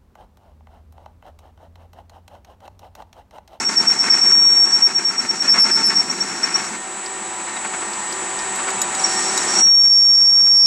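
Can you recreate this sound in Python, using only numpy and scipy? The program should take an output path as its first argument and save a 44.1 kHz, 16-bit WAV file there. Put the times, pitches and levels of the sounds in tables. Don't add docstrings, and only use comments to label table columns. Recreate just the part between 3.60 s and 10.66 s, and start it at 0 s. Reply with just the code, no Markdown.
import sys
import numpy as np
from scipy import signal
from scipy.fft import rfft, irfft, next_fast_len
from scipy.io import wavfile
from scipy.ndimage import uniform_filter1d

SR = 44100
rng = np.random.default_rng(int(sys.argv[2]) if len(sys.argv) > 2 else 0)


def master(y):
    cut = np.clip(np.atleast_2d(y).T, -1, 1)
    pcm = np.round(cut * 32767)
    wavfile.write(sys.argv[1], SR, pcm.astype(np.int16))


N = 311341
LEFT_RIGHT = np.array([[1], [-1]])

# time in seconds, hiss in dB, rumble in dB, rasp between bites in dB.
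CUT_COURSE = [(0, -20.5, -25, -31), (0.6, -21, -25.5, -22), (1.101, -23.5, -28.5, -29),
              (1.4, -22.5, -27.5, -24.5), (2.2, -20.5, -23, -27), (2.8, -25.5, -28.5, -23.5),
              (3.051, -24, -29, -22), (3.2, -35, -35, -36), (3.402, -40.5, -47, -33),
              (4.198, -37.5, -41.5, -35.5), (5.35, -39.5, -43.5, -34.5), (5.42, -27.5, -43, -31.5),
              (5.9, -28, -39, -32.5), (6.199, -18, -30.5, -27.5), (6.6, -18.5, -32, -25),
              (7.06, -23.5, -37.5, -29.5)]
# frequency in Hz, left minus right in dB.
LEFT_LEAN = [(60, -2), (300, 0.45), (500, 0.1), (1000, 1.55), (2000, 1.5), (4000, 2), (8000, 0.5)]
# first pass in seconds,
# turn in seconds, phase slip in radians for a click of strength 1.
NOTCH = (6.049, .1101, .6)


def from_db(db):
    return 10 ** (np.asarray(db) / 20)


def rms_one(x):
    return x / np.sqrt(np.mean(x ** 2) + 1e-20)


def in_time(s, v):
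    return np.interp(np.arange(N) / SR, s, v)


def at_hz(points, hz):
    points = np.array(points)
    return np.interp(np.log(hz), np.log(points[:, 0]), points[:, 1])


def drift(hz):
    r = np.exp(-16 * np.pi * hz / SR)
    settle = 4000
    noise = rng.standard_normal(N // 8 + 2 + settle)
    slow = rms_one(signal.lfilter([1], [1, -2 * r, r * r], noise)[settle:])
    return np.interp(np.arange(N) / 8, np.arange(len(slow)), slow)


def ring(x, hz, width_hz):
    r, w = np.exp(-np.pi * width_hz / SR), 2 * np.pi * hz / SR
    return signal.lfilter([0, np.sin(w)], [1, -2 * r * np.cos(w), r * r], x + 1e-18)


def width_of(t60):
    return np.log(1000) / np.pi / t60


def stereo_noise(shape_db):
    # frequency in Hz, left-right correlation.
    likeness = [(60, .998), (180, 1), (310, 1), (550, 0.931), (1200, 0.878), (3000, 0.919), (6000, 0.94),
                (9000, 1), (11500, 0.97)]
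    size = next_fast_len(N)
    hz = np.maximum(np.arange(size // 2 + 1) * SR / size, 10)
    alike = np.clip(at_hz(likeness, hz), -1, 1)
    mid, side = rfft(rng.standard_normal((2, size)))
    pair = np.sqrt(1 + alike) * mid + np.sqrt(1 - alike) * side * LEFT_RIGHT
    pair = pair * from_db(shape_db(hz) + at_hz(LEFT_LEAN, hz) / 2 * LEFT_RIGHT)
    return rms_one(irfft(pair, size)[:, :N])


def bursts(start, length, rise, fall, value, between):
    next_rise = np.append(start[1:] - rise, np.inf)
    end = np.minimum(start + length + fall, next_rise)
    corners = np.stack([start - rise, start, start + length, end], axis=1).ravel()
    s = np.maximum.accumulate(corners)
    on = in_time(s, np.tile([0, 1, 1, 0], len(start)))
    inside = in_time(s, np.repeat(value, repeats=4))
    return uniform_filter1d(on * inside + (1 - on) * between, size=150)


def bite():
    # middle in seconds, level in dB.
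    bites = [(0.014, -14.5), (0.121, -16), (0.233, -16), (0.338, -17.5), (0.464, -15.5), (0.556, -16.5),
             (0.683, -18.5), (0.941, -23), (1.084, -22.5), (1.191, -22), (1.298, -17), (1.408, -17.5),
             (1.528, -19), (1.633, -17.5), (1.738, -19), (1.858, -15), (1.971, -12), (2.083, -12.5),
             (2.199, -15), (2.313, -16), (2.396, -19.5), (2.51, -21), (2.61, -21.5), (2.717, -21),
             (2.864, -17.5), (2.988, -18.5), (3.126, -24)]
    # middle in seconds, level in dB.
    crunches = [(3.803, -26), (3.889, -23), (3.968, -23), (4.056, -21.5), (4.142, -21.5), (4.224, -25),
                (4.998, -25), (5.088, -20.5), (6.074, -16.5), (6.256, -19), (6.615, -19.5), (6.795, -21),
                (6.875, -18.5)]
    level = in_time(*np.transpose(CUT_COURSE)[[0, 3]])
    for rows, length, edge in (bites, 0.046, 0.026), (crunches, 0.014, 0.013):
        middle, level_db = np.transpose(rows)
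        level = bursts(middle - length / 2, length, edge, edge, level_db, level)
    return level


def drive():
    # frequency in Hz, relative density in dB per Hz.
    running = [(25, -29.5), (70, -15.5), (170, -15), (274, -8.5), (480, -6.5), (873, -2), (1830, -4.5),
               (3400, -12), (3950, -12), (5300, -16.5), (7000, -8), (8300, -11), (10500, -32.5),
               (15500, -45.5)]
    # frequency in Hz, resonator width in Hz,
    # level in dB before the gear gain, steady share of the power from 0 to 1.
    gears = [(205, 30, -49, 0), (344, 20, -43.5, .3), (382.3, 8, -44, .7), (760.5, 8, -40, .85),
             (880, 70, -42, 0), (983.6, 8, -42, .8), (1184, 16, -47, .3), (1349, 16, -50, .3),
             (1847, 10, -42, .8), (2260, 40, -52, 0), (2645, 16, -56, .3), (3930, 120, -53, 0)]
    # frequency in Hz,
    # mean level in dB before the whine gain, rms pitch waver in Hz.
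    whine = [(6934, -52, 6), (7195, -36.5, 2.5), (7411, -53, 3), (7558.3, -57, .2), (7627, -52, 3),
             (7683, -43.5, .2), (7807.7, -36.5, .2), (7932.4, -30.5, .2), (8057.1, -43, .2),
             (8181.8, -48.5, .2), (8306.5, -57, .2), (8794, -46.5, 1.5), (9040, -62, 3), (15003, -75, 3)]
    gear_gain_db, whine_gain_db, waver_db = 6, 4, 1.35

    out = from_db(-26) * stereo_noise(lambda hz: at_hz(running, hz))
    for hz, width_hz, level_db, steady in gears:
        noise = rng.standard_normal(N)
        blurred = rms_one(ring(ring(noise, hz, width_hz), hz, width_hz))
        tooth_hz = hz + width_hz / 4 * drift(4.94)
        mesh = np.sqrt(2) * np.sin(2 * np.pi * np.cumsum(tooth_hz) / SR)
        tone = np.sqrt(steady) * mesh + np.sqrt(1 - steady) * blurred
        out += from_db(level_db + gear_gain_db + at_hz(LEFT_LEAN, hz) / 2 * LEFT_RIGHT) * tone
    for k, (hz, level_db, waver_hz) in enumerate(whine):
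        apart = .26 * (-1) ** k * LEFT_RIGHT
        cycles = np.cumsum(hz + waver_hz * drift(3.4)) / SR + rng.random()
        level = from_db(level_db + whine_gain_db + waver_db * drift(8.6))
        out += np.sqrt(2) * level * np.sin(2 * np.pi * cycles + apart)
    return out


def cut():
    # frequency in Hz, relative density in dB per Hz.
    hiss_colour = [(2500, -40), (3300, -14), (4200, -3), (5200, -2.5), (6500, 2.5), (7500, 2), (9000, -8.5),
                   (11000, -28), (12300, -39), (12750, -20), (13200, -40), (15500, -46)]
    # frequency in Hz, relative density in dB per Hz.
    rumble_colour = [(40, -34), (90, -17), (140, -5.5), (210, 7.5), (300, 2.5), (400, 4), (600, -35.5)]
    s, hiss_db, rumble_db, _ = np.transpose(CUT_COURSE)
    throb = bite() - uniform_filter1d(bite(), size=10000)
    hiss_level = from_db(in_time(s, hiss_db) + 0.5 * throb + 1.2 * drift(40))
    hiss = hiss_level * stereo_noise(lambda hz: at_hz(hiss_colour, hz))
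    rumble_level = from_db(in_time(s, rumble_db) + 0.51 * throb + 0.37 * drift(4.6))
    rumble = rumble_level * stereo_noise(lambda hz: at_hz(rumble_colour, hz))
    return hiss + rumble


def rasp():
    # frequency in Hz, relative density in dB per Hz.
    colour = [(240, -40), (400, -10.5), (482, -11), (882, -6), (1530, -1), (1980, -7.5), (2180, -5.5),
              (3590, -18.5), (4800, -18.5), (6240, -50), (10600, -120)]
    # frequency in Hz, width in Hz, relative level in dB.
    resonances = [(708, 6.5, 2), (903.5, 15.3, 9.5), (1104, 8.2, 6.5), (1345, 26, 2.5), (1700, 49, -13),
                  (1844, 54, 3), (2095, 40, -0.5), (2190, 120, -1), (2550, 110, 0.5), (2580, 33, -9)]

    def shape_db(hz):
        body = sum(from_db(db) ** 2 / (1 + (2 * (hz - f) / w) ** 2) for f, w, db in resonances)
        return at_hz(colour, hz) + 10 * np.log10(body + from_db(-6.5))
    return from_db(bite() + 2.14 * drift(80)) * stereo_noise(shape_db)


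def squeal(clicks):
    # start in seconds, length in seconds, level in dB, pitch in Hz.
    catches = [(0.052, 0.045, -5, 5530), (0.164, 0.044, -1, 5460), (0.275, 0.046, -0.5, 5500),
               (0.393, 0.032, -1.5, 5490), (0.506, 0.047, 0, 5458), (0.619, 0.098, -1.5, 5520),
               (0.722, 0.21, 0, 5550), (0.968, 0.078, 0, 5513), (1.078, 0.016, -8, 5560),
               (1.127, 0.038, -2.5, 5510), (1.228, 0.042, 3, 5524), (1.355, 0.029, -0.5, 5530),
               (1.454, 0.044, -1.5, 5510), (1.583, 0.018, -4, 5504), (1.695, 0.016, -2.5, 5520),
               (1.81, 0.014, -3, 5540), (1.884, 0.056, 1, 5440), (1.99, 0.068, 0, 5434),
               (2.109, 0.078, -3.5, 5370), (2.232, 0.068, -4, 5373), (2.356, 0.053, -3, 5525),
               (2.503, 0.01, -6.5, 5640), (2.61, 0.012, -8.5, 5590), (2.69, 0.037, -20, 5520),
               (2.836, 0.01, -5, 5610), (2.946, 0.013, -4, 5606), (3.05, 0.034, -25, 5600),
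               (5.395, 0.0072, -22, 5560), (5.444, 0.016, -12, 5575), (5.545, 0.053, -25, 5560),
               (5.657, 0.045, -25.5, 5560), (5.769, 0.057, -27, 5610), (5.883, 0.029, -22, 5580)]
    # time in seconds, level in dB,
    # pitch in Hz, roughness before loosening (clipped to 0-1).
    slipping = [(0, -12.5, 5560, 0.4), (0.13, -17.5, 5580, 0.36), (0.33, -14.5, 5540, 0.42),
                (0.59, -7.5, 5530, 0.49), (0.95, -6, 5560, 0.28), (1.2, -11, 5550, 0.39),
                (1.651, -20.5, 5573, 0.5), (1.9, -12, 5554, 0.36), (2.0, -10, 5540, 0.7),
                (2.31, -14, 5480, 1.11), (2.44, -21, 5520, 0.4), (2.77, -24, 5570, 0.47),
                (2.99, -20, 5560, 0.48), (3.15, -50, 5590, 0.72), (5.36, -55, 5720, 0.6),
                (5.48, -25, 5580, 0.67), (5.86, -36, 5550, 0.8), (5.941, -23, 5590, 0.95),
                (6.005, -11.5, 5630, 0.7), (6.04, 2, 5610, 0.34), (6.11, 9.5, 5552, 0.22),
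                (6.289, 9.5, 5520, 0.27), (6.32, 9.5, 5514, 0.17), (6.93, 7, 5516, 0.16),
                (6.96, 7.5, 5495, 0.05), (7.06, 7.5, 5500, 0.01)]
    # time in seconds, left minus right in dB.
    pan = [(0, .3), (.7, 1), (2.3, .6), (2.9, 2.5), (5.4, 0), (6.1, 0), (6.4, -1.5), (7.06, -2)]
    catch_s, fall_s = 0.01, 0.013
    sag_s, recover_s = 0.012, 0.0351
    loose_db, loose_span_db = -5.5, 2
    flutter_hz, free_hz = 68, 5560

    start, length, level_db, burst_hz = np.transpose(catches)
    s, *slip = np.transpose(slipping)
    slip_db, slip_hz, rough = (in_time(s, v) for v in slip)
    level = bursts(start, length, catch_s, fall_s, level_db, slip_db)
    pitch_hold = np.maximum(length - sag_s - recover_s, 0)
    hz = bursts(start + sag_s, pitch_hold, sag_s, recover_s + fall_s, burst_hz, slip_hz)
    slip_loose = np.clip((loose_db - slip_db) / loose_span_db, 0, 1)
    loose = bursts(start, length, catch_s, fall_s, 0 * start, slip_loose)
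    rough = np.clip(rough + (1 - rough) * loose, 0, 1)

    pressed = np.clip((5510 - hz) / 90, 0, 1)
    flutter = (drift(flutter_hz) + 1j * drift(flutter_hz)) / np.sqrt(2)
    lower = np.exp(-2j * np.pi * np.cumsum(140 + 75 * drift(50)) / SR)
    clean = np.sqrt(1 - (rough * (1 - 0.22 * pressed)) ** 2)
    shape = clean + rough * ((1 - 0.35 * pressed) * flutter + 0.52 * pressed * lower)
    upper = np.exp(2j * np.pi * np.cumsum(free_hz - hz + 25 * drift(40)) / SR)
    shape = shape + .55 * rough * pressed * upper
    shape = 1.25 * shape / (1 + (np.abs(shape) / 1.3) ** 4) ** .25

    stumble = NOTCH[2] * np.cumsum(uniform_filter1d(clicks, size=30))
    phase = 2 * np.pi * np.cumsum(hz + 9.2 * drift(29.5)) / SR + stumble
    tone = np.sqrt(2) * from_db(level) * shape * np.exp(1j * phase)
    overtone_level = from_db(-44 + 16.6 * pressed + 4.9 * drift(30))
    overtone = overtone_level * tone ** 2 / (0.79 + np.abs(tone))
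    pan_db = in_time(*np.transpose(pan))
    apart = np.exp(.12j * LEFT_RIGHT)
    return ((tone + overtone) * apart).real * from_db(pan_db / 2 * LEFT_RIGHT)


def chips():
    # time in seconds, low ring in dB, middle ring in dB, high ring in dB, tick in dB before its gain.
    falls = np.array([(3.4605, -39, -41, -50, -30), (3.9654, -24, -34.5, -58, -42),
                      (4.3344, -44.5, -38, -57.5, -33.5), (4.525, -39, -34.5, -38.5, -31.5),
                      (4.7894, -33, -37.5, -50, -33), (4.9584, -34.5, -35, -32.5, -41),
                      (5.103, -29, -23, -40.5, -35), (5.2167, -27.5, -11, -23.5, -32),
                      (5.349, -29, -23, -40, -36), (5.7763, -19.5, -15, -31, -32)])
    # frequency in Hz, relative level in dB, 60 dB decay time in seconds,
    # which ring (1 low, 2 middle, 3 high).
    modes = [(3880, 0, .08, 1), (6955, 3, .05, 2), (8060, -7, .04, 2), (10520, -8, .04, 3),
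             (11250, 2, .03, 3), (12050, -5, .03, 3), (13150, -10, .03, 3)]
    tick_gain_db, tick_decay_s = 10, 0.0061
    at = (falls[:, 0] * SR).astype(int)
    luck_db = rng.normal(0, 1.5, (len(falls), len(modes)))
    clicks = np.zeros(N)
    clicks[at] = from_db(falls[:, -1])
    fade = signal.lfilter([1], [1, -np.exp(-1 / (tick_decay_s * SR))], clicks + 1e-18)
    dull = rms_one(ring(ring(rng.standard_normal(N), 5150, 1600), 5150, 1600))
    out = from_db(tick_gain_db) * fade * dull
    for k, (hz, level_db, t60, which) in enumerate(modes):
        clicks[at] = from_db(falls[:, which] + level_db + luck_db[:, k])
        contact = np.hanning(9) * np.cos(2 * np.pi * hz / SR * np.arange(9)) / 2
        out += ring(signal.lfilter(contact, [1], clicks), hz, width_of(t60))
    return out


def notch():
    first, turn, _ = NOTCH
    at = (np.arange(first, (N - 1) / SR, turn) * SR).astype(int)
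    clicks = np.zeros(N)
    clicks[at] = rng.uniform(0.75, 1.26, len(at))
    return clicks


def thumps(clicks):
    # frequency in Hz, 60 dB decay time in seconds, gain in dB.
    hz, t60, gain_db = (200, .2, -20)
    band = signal.butter(2, [140, 320], "band", fs=SR, output="sos")
    soft = signal.sosfilt(band, clicks + 1e-18)
    return from_db(gain_db) * ring(soft, hz, width_of(t60))


def scene():
    clicks = notch()
    return drive() + cut() + rasp() + squeal(clicks) + chips() + thumps(clicks)


def record(dry):
    hold_db, start_cut_db, release_db_s, attack_s = -9.5, 12.5, 3, 0.0021
    duck_below_db, duck_share = 3.5, 0.24
    power = uniform_filter1d(np.mean(dry ** 2, axis=0), int(0.043 * SR))
    level = 10 * np.log10(power + 1e-12)
    over = np.maximum(level - hold_db, 0)
    over[0] = start_cut_db
    slope = release_db_s * np.arange(N) / SR
    held = np.maximum.accumulate(over + slope) - slope
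    duck = duck_share * np.maximum(level - held - hold_db + duck_below_db, 0)
    r = np.exp(-1 / (attack_s * SR))
    cut_db = signal.lfilter([1 - r], [1, -r], held + duck - held[0]) + held[0]
    low_pass = signal.cheby2(16, 60, 16100, fs=SR, output="sos")
    return signal.sosfilt(low_pass, dry * from_db(-cut_db))


dry = scene()
out = record(dry)
master(out)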